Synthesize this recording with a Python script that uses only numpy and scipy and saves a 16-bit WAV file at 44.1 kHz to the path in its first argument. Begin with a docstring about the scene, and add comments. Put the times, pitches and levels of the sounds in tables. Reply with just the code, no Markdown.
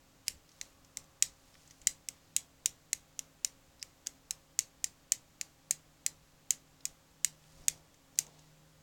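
"""Small hard objects clicked together

Close to a camera in a quiet room, hands click small hard objects together about three times a second.
Each hit makes them ring very briefly: a sharp snap, a quick rebound, then a short echo from the room.
Between clicks the fingers rustle and tick faintly; an appliance hums and the hand-held camera rumbles."""
import sys
import numpy as np
from scipy import signal
from scipy.fft import rfft, irfft
from scipy.io import wavfile
from scipy.ndimage import uniform_filter1d

SR = 44100
rng = np.random.default_rng(int(sys.argv[2]) if len(sys.argv) > 2 else 0)


def digitize_waveform(pressure):
    """Quantize a signal to 16-bit integers and store it at the path in sys.argv[1].

    Rows of a 2-D input are taken as channels; values are limited to [-1, 1].
    """
    field = np.atleast_2d(pressure).T
    bounded = np.clip(field, -1, 1)
    quanta = np.round(bounded * 32767).astype(np.int16)
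    wavfile.write(sys.argv[1], SR, quanta)


N = 388962


def clicks(direct_db=-0.2, room_db=-1.7, usual_ring_hz=7030, grip_share=0.21):
    """Firm hits that snap and rebound, heard directly, off nearby things and from the room."""
    # (time [s], strength [dB], main ring [Hz], low rings [dB], top rings [dB], rebound delay [s])
    hits = [(0.282, 5.5, 5860, 0.5, 11, 0.0004), (0.6136, -4, 6870, 9.5, -6.5, 0.00049),
            (0.9717, -0.5, 7000, -0.5, 0, 0.00053), (1.2246, 15.5, 7280, 1.5, -6.5, 0.00156),
            (1.8716, 15.5, 7370, -1.5, -6, 0.00102), (2.0875, 0, 6760, 0, 4, 0.00036),
            (2.3649, 15, 8580, -2.5, -7.5, 0.00029), (2.6594, 12.5, 7460, -1.5, -2.5, 0.00032),
            (2.9313, 8.5, 7260, 0.5, 1.5, 0.00048), (3.1925, 0.8, 6550, -0.5, 5, 0.00031),
            (3.4477, 10, 6720, -4, -1.5, 0.00071), (3.8277, -3.5, 5870, 3, -0.5, 0.00039),
            (4.0704, 4, 6600, -3.5, -3.5, 0.00061), (4.309, 5.0, 6720, -5, 0, 0.00077),
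            (4.5908, 14.5, 7390, -5.0, -8.5, 0.00047), (4.843, 9.2, 7100, -3.5, -2.5, 0.00161),
            (5.1206, 14, 7100, -5, -5.5, 0.00164), (5.4128, 1.0, 6900, 6, -1.5, 0.00043),
            (5.7096, 14, 7840, -10.5, -7, 0.00045), (6.064, 9, 7120, 0.5, 1, 0.001),
            (6.507, 14.5, 7040, -5.5, -2, 0.00029), (6.8544, 6, 7110, -4, -5, 0.00204),
            (7.2469, 13.5, 7370, 0, -5, 0.00105), (7.683, 13.5, 7000, -0.5, 0.5, 0.00088),
            (8.1889, 14, 6990, -4.0, -1.5, 0.00081)]
    # top treble grows as the camera swings round to the hands: (time [s], boost at 14 kHz [dB])
    sparkle = [(0, -5.5), (2.6, 1), (3.6, -3.5), (4.7, 1.5), (8.8, 4)]
    # the room is heard least while the hands are nearest: (time [s], room level [dB])
    room_levels = [(0, -12), (2, -18), (4.1, -20), (5.1, -18), (8.8, -17.5)]
    # an echo off the hand: (earliest [s], latest [s], typical share)
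    hand_echo = (.0009, 0.0015, .17)
    # how much the low and the top rings count in each of the five bands of snap()
    low_reach, top_reach = np.array([1, .8, .11, .16, .037]), np.array([.3, 0, 0, .99, .6])
    out, lead = np.zeros(N), 64  # spare samples, as roughening also smears the snap earlier
    for s, db, ring_hz, low_db, top_db, rebound_s in hits:
        colour_db = low_db * low_reach + top_db * top_reach
        colour_db[1] -= 0.41 * max(db - 9.5, 0)  # harder clicks are hollower at 4 kHz
        colour_db[-1] += np.interp(s, *np.transpose(sparkle))
        contact = gain_of(db) * roughen(np.roll(snap(ring_hz, colour_db), lead))
        direct = rebounds(contact, [(rebound_s, 0.42), chance_repeat(*hand_echo)])
        add(out, s - lead / SR, gain_of(direct_db) * direct)
        # sound that spills in all directions depends less on the grip
        all_round = snap(usual_ring_hz + grip_share * (ring_hz - usual_ring_hz), grip_share * colour_db)
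        spill = gain_of(db) * sideways(rebounds(all_round, [(rebound_s, 0.24)]))
        nearby = near_echoes(scatter_db=-9.5, start_s=0.00041, fade_s=0.014)
        add(out, s, signal.fftconvolve(spill, nearby))
        echo_db = np.interp(s, *np.transpose(room_levels)) + room_db
        add(out, s, gain_of(echo_db) * signal.fftconvolve(spill, room_tail()))
    return out


def snap(ring_hz, colour_db, main_width_hz=2395, size=2048):
    """One hit starts all the rings; grip and point of contact set the main ring and the tone colour."""
    # the other rings; wider ones die sooner: (pitch [Hz], width [Hz], level against the main ring [dB])
    other_rings = [(2095, 560, -11.5), (2900, 1400, -14.5), (4000, 490, -14), (5600, 1700, -11),
                   (9000, 1400, -12.5), (10900, 1400, -23), (12800, 3000, -18.5), (15600, 1700, -22.5)]
    # small things give off little bass, and contact time limits the top: (frequency [Hz], level [dB])
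    radiation = [(100, -16.5), (600, -10.5), (1250, -6), (1850, 0.5), (15700, 0.5), (17500, -2.5),
                 (19300, -15)]
    # the five bands that colour_db turns up or down: (frequency [Hz])
    bands = [2100, 4000, 7000, 10000, 14000]
    hz = bins(size)
    rings = [(ring_hz, main_width_hz, 0)] + list(other_rings)
    body = np.sqrt(sum((gain_of(db) * peak(hz, f, width)) ** 2 for f, width, db in rings))
    shape_db = curve(radiation, hz) + curve(list(zip(bands, colour_db)), hz)
    return pulse(body * gain_of(shape_db))


def roughen(x, spread=0.93, width_hz=2600):
    """Uneven surfaces smear the contact over a fraction of a millisecond."""
    return irfft(rfft(x) * np.exp(1j * spread * ripple(bins(len(x)), width_hz)))


def rebounds(x, repeats):
    """The snap repeats, weaker, a moment later, sharing its energy; repeats are (delay [s], share)."""
    hz = bins(len(x))
    copies = sum(share * np.exp(-2j * np.pi * hz * delay) for delay, share in repeats)
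    out = irfft(rfft(x) * (1 + copies))
    return out * np.linalg.norm(x) / np.linalg.norm(out)


def chance_repeat(earliest_s, latest_s, share):
    """One echo of a snap: a random delay, a random sign and a share near the typical one."""
    when, sign, size = rng.random(3)
    return earliest_s + when * (latest_s - earliest_s), np.sign(sign - .5) * share * (.5 + size)


def sideways(x, ripple_db=2, ripple_width_hz=300, size=2048):
    """Sound that leaves sideways; each hit favours different narrow rings."""
    # the main ring stands out less in this direction: (frequency [Hz], level [dB])
    side_colour = [(800, 4), (2000, 3.5), (4500, 5), (7000, -2), (10000, 3), (13000, 4), (16400, 1.5),
                   (17600, -10.5)]
    hz = bins(size)
    fine = evened(gain_of(ripple_db * ripple(hz, ripple_width_hz)))
    return signal.fftconvolve(x, pulse(gain_of(curve(side_colour, hz)) * fine)[:size // 2])


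def touches(boost_db=5, room_db=-13):
    """The objects graze as the fingers shift them: the same rings, with more scattered sound."""
    # the clearer touches: (time [s], peak before the boost [dB], main ring [Hz])
    grazes = [(.5172, -50, 5900), (.848, -48, 6360), (1.5426, -49, 5130), (1.553, -50.5, 1980),
              (1.6763, -48.5, 7200), (1.7094, -42, 6340), (1.8164, -44.5, 7060), (3.7958, -50, 5170),
              (6.8073, -49.5, 4960), (7.44, -55, 2590), (7.9433, -49, 6090), (8.157, -49, 6000),
              (8.2666, -45.5, 6670), (8.3924, -49.5, 6940)]
    # tone colour of a light touch in the five bands of snap(): (level [dB])
    colour_db = [5.5, 2.5, 1.5, -3.5, -1.5]
    out = np.zeros(N)
    for s, db, ring_hz in list(grazes) + fidgets():
        contact = snap(ring_hz, colour_db)
        contact *= gain_of(db + boost_db) / abs(contact).max()
        add(out, s, contact)
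        nearby = near_echoes(scatter_db=2.5, start_s=0.00027, fade_s=0.024)
        add(out, s, signal.fftconvolve(contact, nearby))
        add(out, s, gain_of(room_db) * signal.fftconvolve(contact, room_tail()))
    return out


def fidgets(count=2, db=-55, spread_db=3, ring_hz=6000, spread_hz=600):
    """Extra rows for touches(): faint ticks at random moments while the grip changes."""
    # changes of grip: (start [s], end [s])
    grip_changes = [(0, 1.2), (1.45, 1.85), (7.4, 8.2)]
    return [(rng.uniform(start, end), rng.normal(db, spread_db), rng.normal(ring_hz, spread_hz))
            for start, end in grip_changes for _ in range(count)]


def squeak():
    """One surface squeaks over the other just before a click."""
    # (middle [s], length [s], level [dB], pitch [Hz])
    slips = [(3.82, 0.022, -48.5, 5100)]
    return swells(slips, relative_width=0.11, grain_db=7.0)


def rustles():
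    """Fingers and sleeves slide with a grainy hiss."""
    # (middle [s], length [s], level [dB], pitch [Hz])
    slides = [(.275, 0.034, -53, 5500), (.6, 0.49, -66, 5440), (1.62, 1, -65, 5590),
              (2.25, 0.49, -74, 4500), (4.066, 0.015, -47.5, 5500), (7.6, 0.85, -64, 5500),
              (8.181, 0.019, -52, 6440), (8.35, 0.55, -66, 4450), (7.7, 0.76, -66.5, 604),
              (8.28, 0.49, -64, 602)]
    return swells(slides, relative_width=1.3, grain_db=2.5)


def camera_bumps():
    """The hand bumps the camera softly and makes it rumble."""
    # (middle [s], length [s], level [dB], pitch [Hz])
    bumps = [(.34, 0.159, -59, 63.5), (1.3, 0.217, -68, 46.6), (1.855, 0.28, -62, 32.92),
             (6.9, 0.22, -68.5, 28), (7.63, .32, -58, 28)]
    return swells(bumps, relative_width=1.3, grain_db=-5)


def near_echoes(scatter_db, start_s, fade_s, size=1024):
    """Sound scatters off the hands, falling 60 dB in fade_s, and bounces off nearby surfaces."""
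    # one echo for each surface: (delay [s], level [dB])
    echoes = [(.0048, -26), (.0057, -32), (.0069, -22), (0.017, -33.5)]
    t = np.arange(size) / SR
    paths = rng.standard_normal(size) * (t > start_s) * gain_of(-60 * t / fade_s)
    paths *= gain_of(scatter_db) / np.linalg.norm(paths)
    for (delay, db), shift in zip(echoes, rng.standard_normal(len(echoes))):
        add(paths, delay * (1 + 0.032 * shift), gain_of([db]))
    return paths


def room_tail(build_up_s=0.014, first_density=0.083, fill_s=.05, size=12288):
    """Echoes from the room start few, crowd together and die away."""
    # how long the room rings: (frequency [Hz], time to fall 60 dB [s])
    fade_times = [(800, .24), (2200, .18), (4500, .19), (7000, 0.17), (14000, 0.14)]
    t = np.arange(size) / SR
    density = np.minimum(first_density + (t / fill_s) ** 2, 1)
    echoes = rng.standard_normal(size) * (rng.random(size) < density)
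    echoes /= np.sqrt(density)  # same power at any density
    hz, frame_t, spectra = signal.stft(echoes, SR, nperseg=128)
    fall_db = -60 * frame_t / curve(fade_times, hz)[:, None]
    tail = signal.istft(spectra * gain_of(fall_db), SR)[1][:size]
    tail *= np.minimum(t / build_up_s, 1) ** 2
    return tail / np.linalg.norm(tail)


def appliance_hum(drone_hz=154.5, drone_db=-1):
    """An appliance hums several tones; the lowest, the drone, swells and sinks."""
    # the upper tones: (pitch [Hz], level [dB])
    tones = [(270, -73.5), (312, -78.5), (542, -77), (809, -82), (1133, -84)]
    # the drone, before drone_db is added: (time [s], level [dB])
    drone_levels = [(0, -73), (3.1, -69), (3.7, -76), (4.33, -70), (5.35, -73.5), (5.72, -66), (7.05, -69),
                    (7.35, -62), (7.8, -61), (7.97, -79.5), (8.2, -61.5), (8.82, -64.5)]
    hum = sum(gain_of(db) * tone(hz, waver_hz=1.8, flutter_db=2.5) for hz, db in tones)
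    level_db = np.interp(np.arange(N) / SR, *np.transpose(drone_levels)) + drone_db
    return hum + tone(drone_hz, waver_hz=0.9, flutter_db=2.0) * gain_of(level_db)


def whirr():
    """A faint, narrow hiss comes and goes at the start."""
    # (middle [s], length [s], level [dB], pitch [Hz])
    hiss = [(1.1, 2.2, -74.5, 1159)]
    return swells(hiss, relative_width=.25, grain_db=0.5)


def room_air(level_db=-61.5, top_hz=17000):
    """Steady room air and microphone hiss."""
    # strongest in the bass: (frequency [Hz], relative level [dB])
    air_colour = [(20, -6), (58, -5), (110, -7), (200, -11.5), (350, -16.5), (550, -15), (750, -16.5),
                  (1300, -19), (2000, -21.5), (5500, -23.5), (7200, -22), (9500, -30.5), (17000, -30.5)]
    hz = bins(N)
    return gain_of(level_db) * noise(gain_of(curve(air_colour, hz)) * (hz < top_hz), N)


def suppress_noise(x, threshold_db=-54, knee_db=18, depth_db=4, release_s=0.12):
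    """A mild noise suppressor: each click opens it, and the background sinks again as it closes."""
    level_db = 10 * np.log10(abs(uniform_filter1d(x ** 2, 128)) + 1e-12)
    opening = np.clip((level_db - threshold_db) / knee_db, 0, 1)
    closing = np.arange(N) / SR / release_s
    held = np.maximum.accumulate(opening + closing) - closing
    return x * gain_of(depth_db * (held - 1))


def swells(rows, relative_width, grain_db):
    """Noise around one pitch fades in and out for each row; grain_db makes it rougher."""
    out = np.zeros(N)
    for s, length, db, hz in rows:
        size = int(length * SR)
        grain = gain_of(grain_db * noise(peak(bins(size), 0, 300), size))
        rub = evened(noise(peak(bins(size), hz, relative_width * hz), size) * grain)
        add(out, s - length / 2, gain_of(db) * rub * np.hanning(size))
    return out


def tone(pitch_hz, waver_hz, flutter_db):
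    """A tone that wavers a little in pitch and level."""
    slow = peak(bins(N), 0, 9.9)
    turns = np.cumsum(pitch_hz + waver_hz * noise(slow, N)) / SR
    return evened(np.sin(2 * np.pi * turns) * gain_of(flutter_db * noise(slow, N)))


def pulse(gain):
    """A pulse that starts at once and dies away, with this gain at each frequency."""
    log_gain = np.log(np.maximum(np.r_[gain, gain[-2:0:-1]], 1e-6))
    return np.fft.ifft(np.exp(np.conj(signal.hilbert(log_gain)))).real


def noise(gain, size):
    """Noise of average power 1, shaped by a gain at each frequency."""
    return evened(irfft(rfft(rng.standard_normal(size)) * gain, size))


def ripple(hz, width_hz):
    """A random wavy curve across the frequencies."""
    return noise(np.exp(-(np.fft.rfftfreq(len(hz), hz[1]) * width_hz) ** 2), len(hz))


def peak(hz, centre_hz, width_hz):
    """A hump of gain around one frequency."""
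    return 1 / (1 + (2 * (hz - centre_hz) / width_hz) ** 2)


def curve(points, hz):
    """Joins (frequency [Hz], value) points on a logarithmic frequency scale."""
    f, value = np.transpose(points)
    return np.interp(np.log(hz + 1), np.log(f + 1), value)


def bins(size):
    """The frequencies in a sound of size samples."""
    return np.fft.rfftfreq(size, 1 / SR)


def gain_of(db):
    """Turns decibels into a multiplier."""
    return 10 ** (np.asarray(db) / 20)


def evened(x):
    """Scales to an average power of 1."""
    return x / np.sqrt(np.mean(x ** 2) + 1e-20)


def add(mix, s, sound):
    """Mixes a sound in at s seconds."""
    part = mix[max(round(s * SR), 0):][:len(sound)]
    part += sound[:len(part)]


def scene():
    """Clicks and hand noises over the quiet room."""
    background = room_air() + appliance_hum() + whirr()
    objects = clicks() + touches() + squeak()
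    hands = camera_bumps() + rustles()
    return (background + objects + hands)[None]


def record(dry):
    """Turns the quiet stretches down, then cuts the treble above 19400 Hz."""
    treble_cut = signal.firwin(255, 19400, window=("kaiser", 9), fs=SR)
    return signal.oaconvolve(suppress_noise(dry[0]), treble_cut, "same")[None]


dry = scene()
out = record(dry)
digitize_waveform(out)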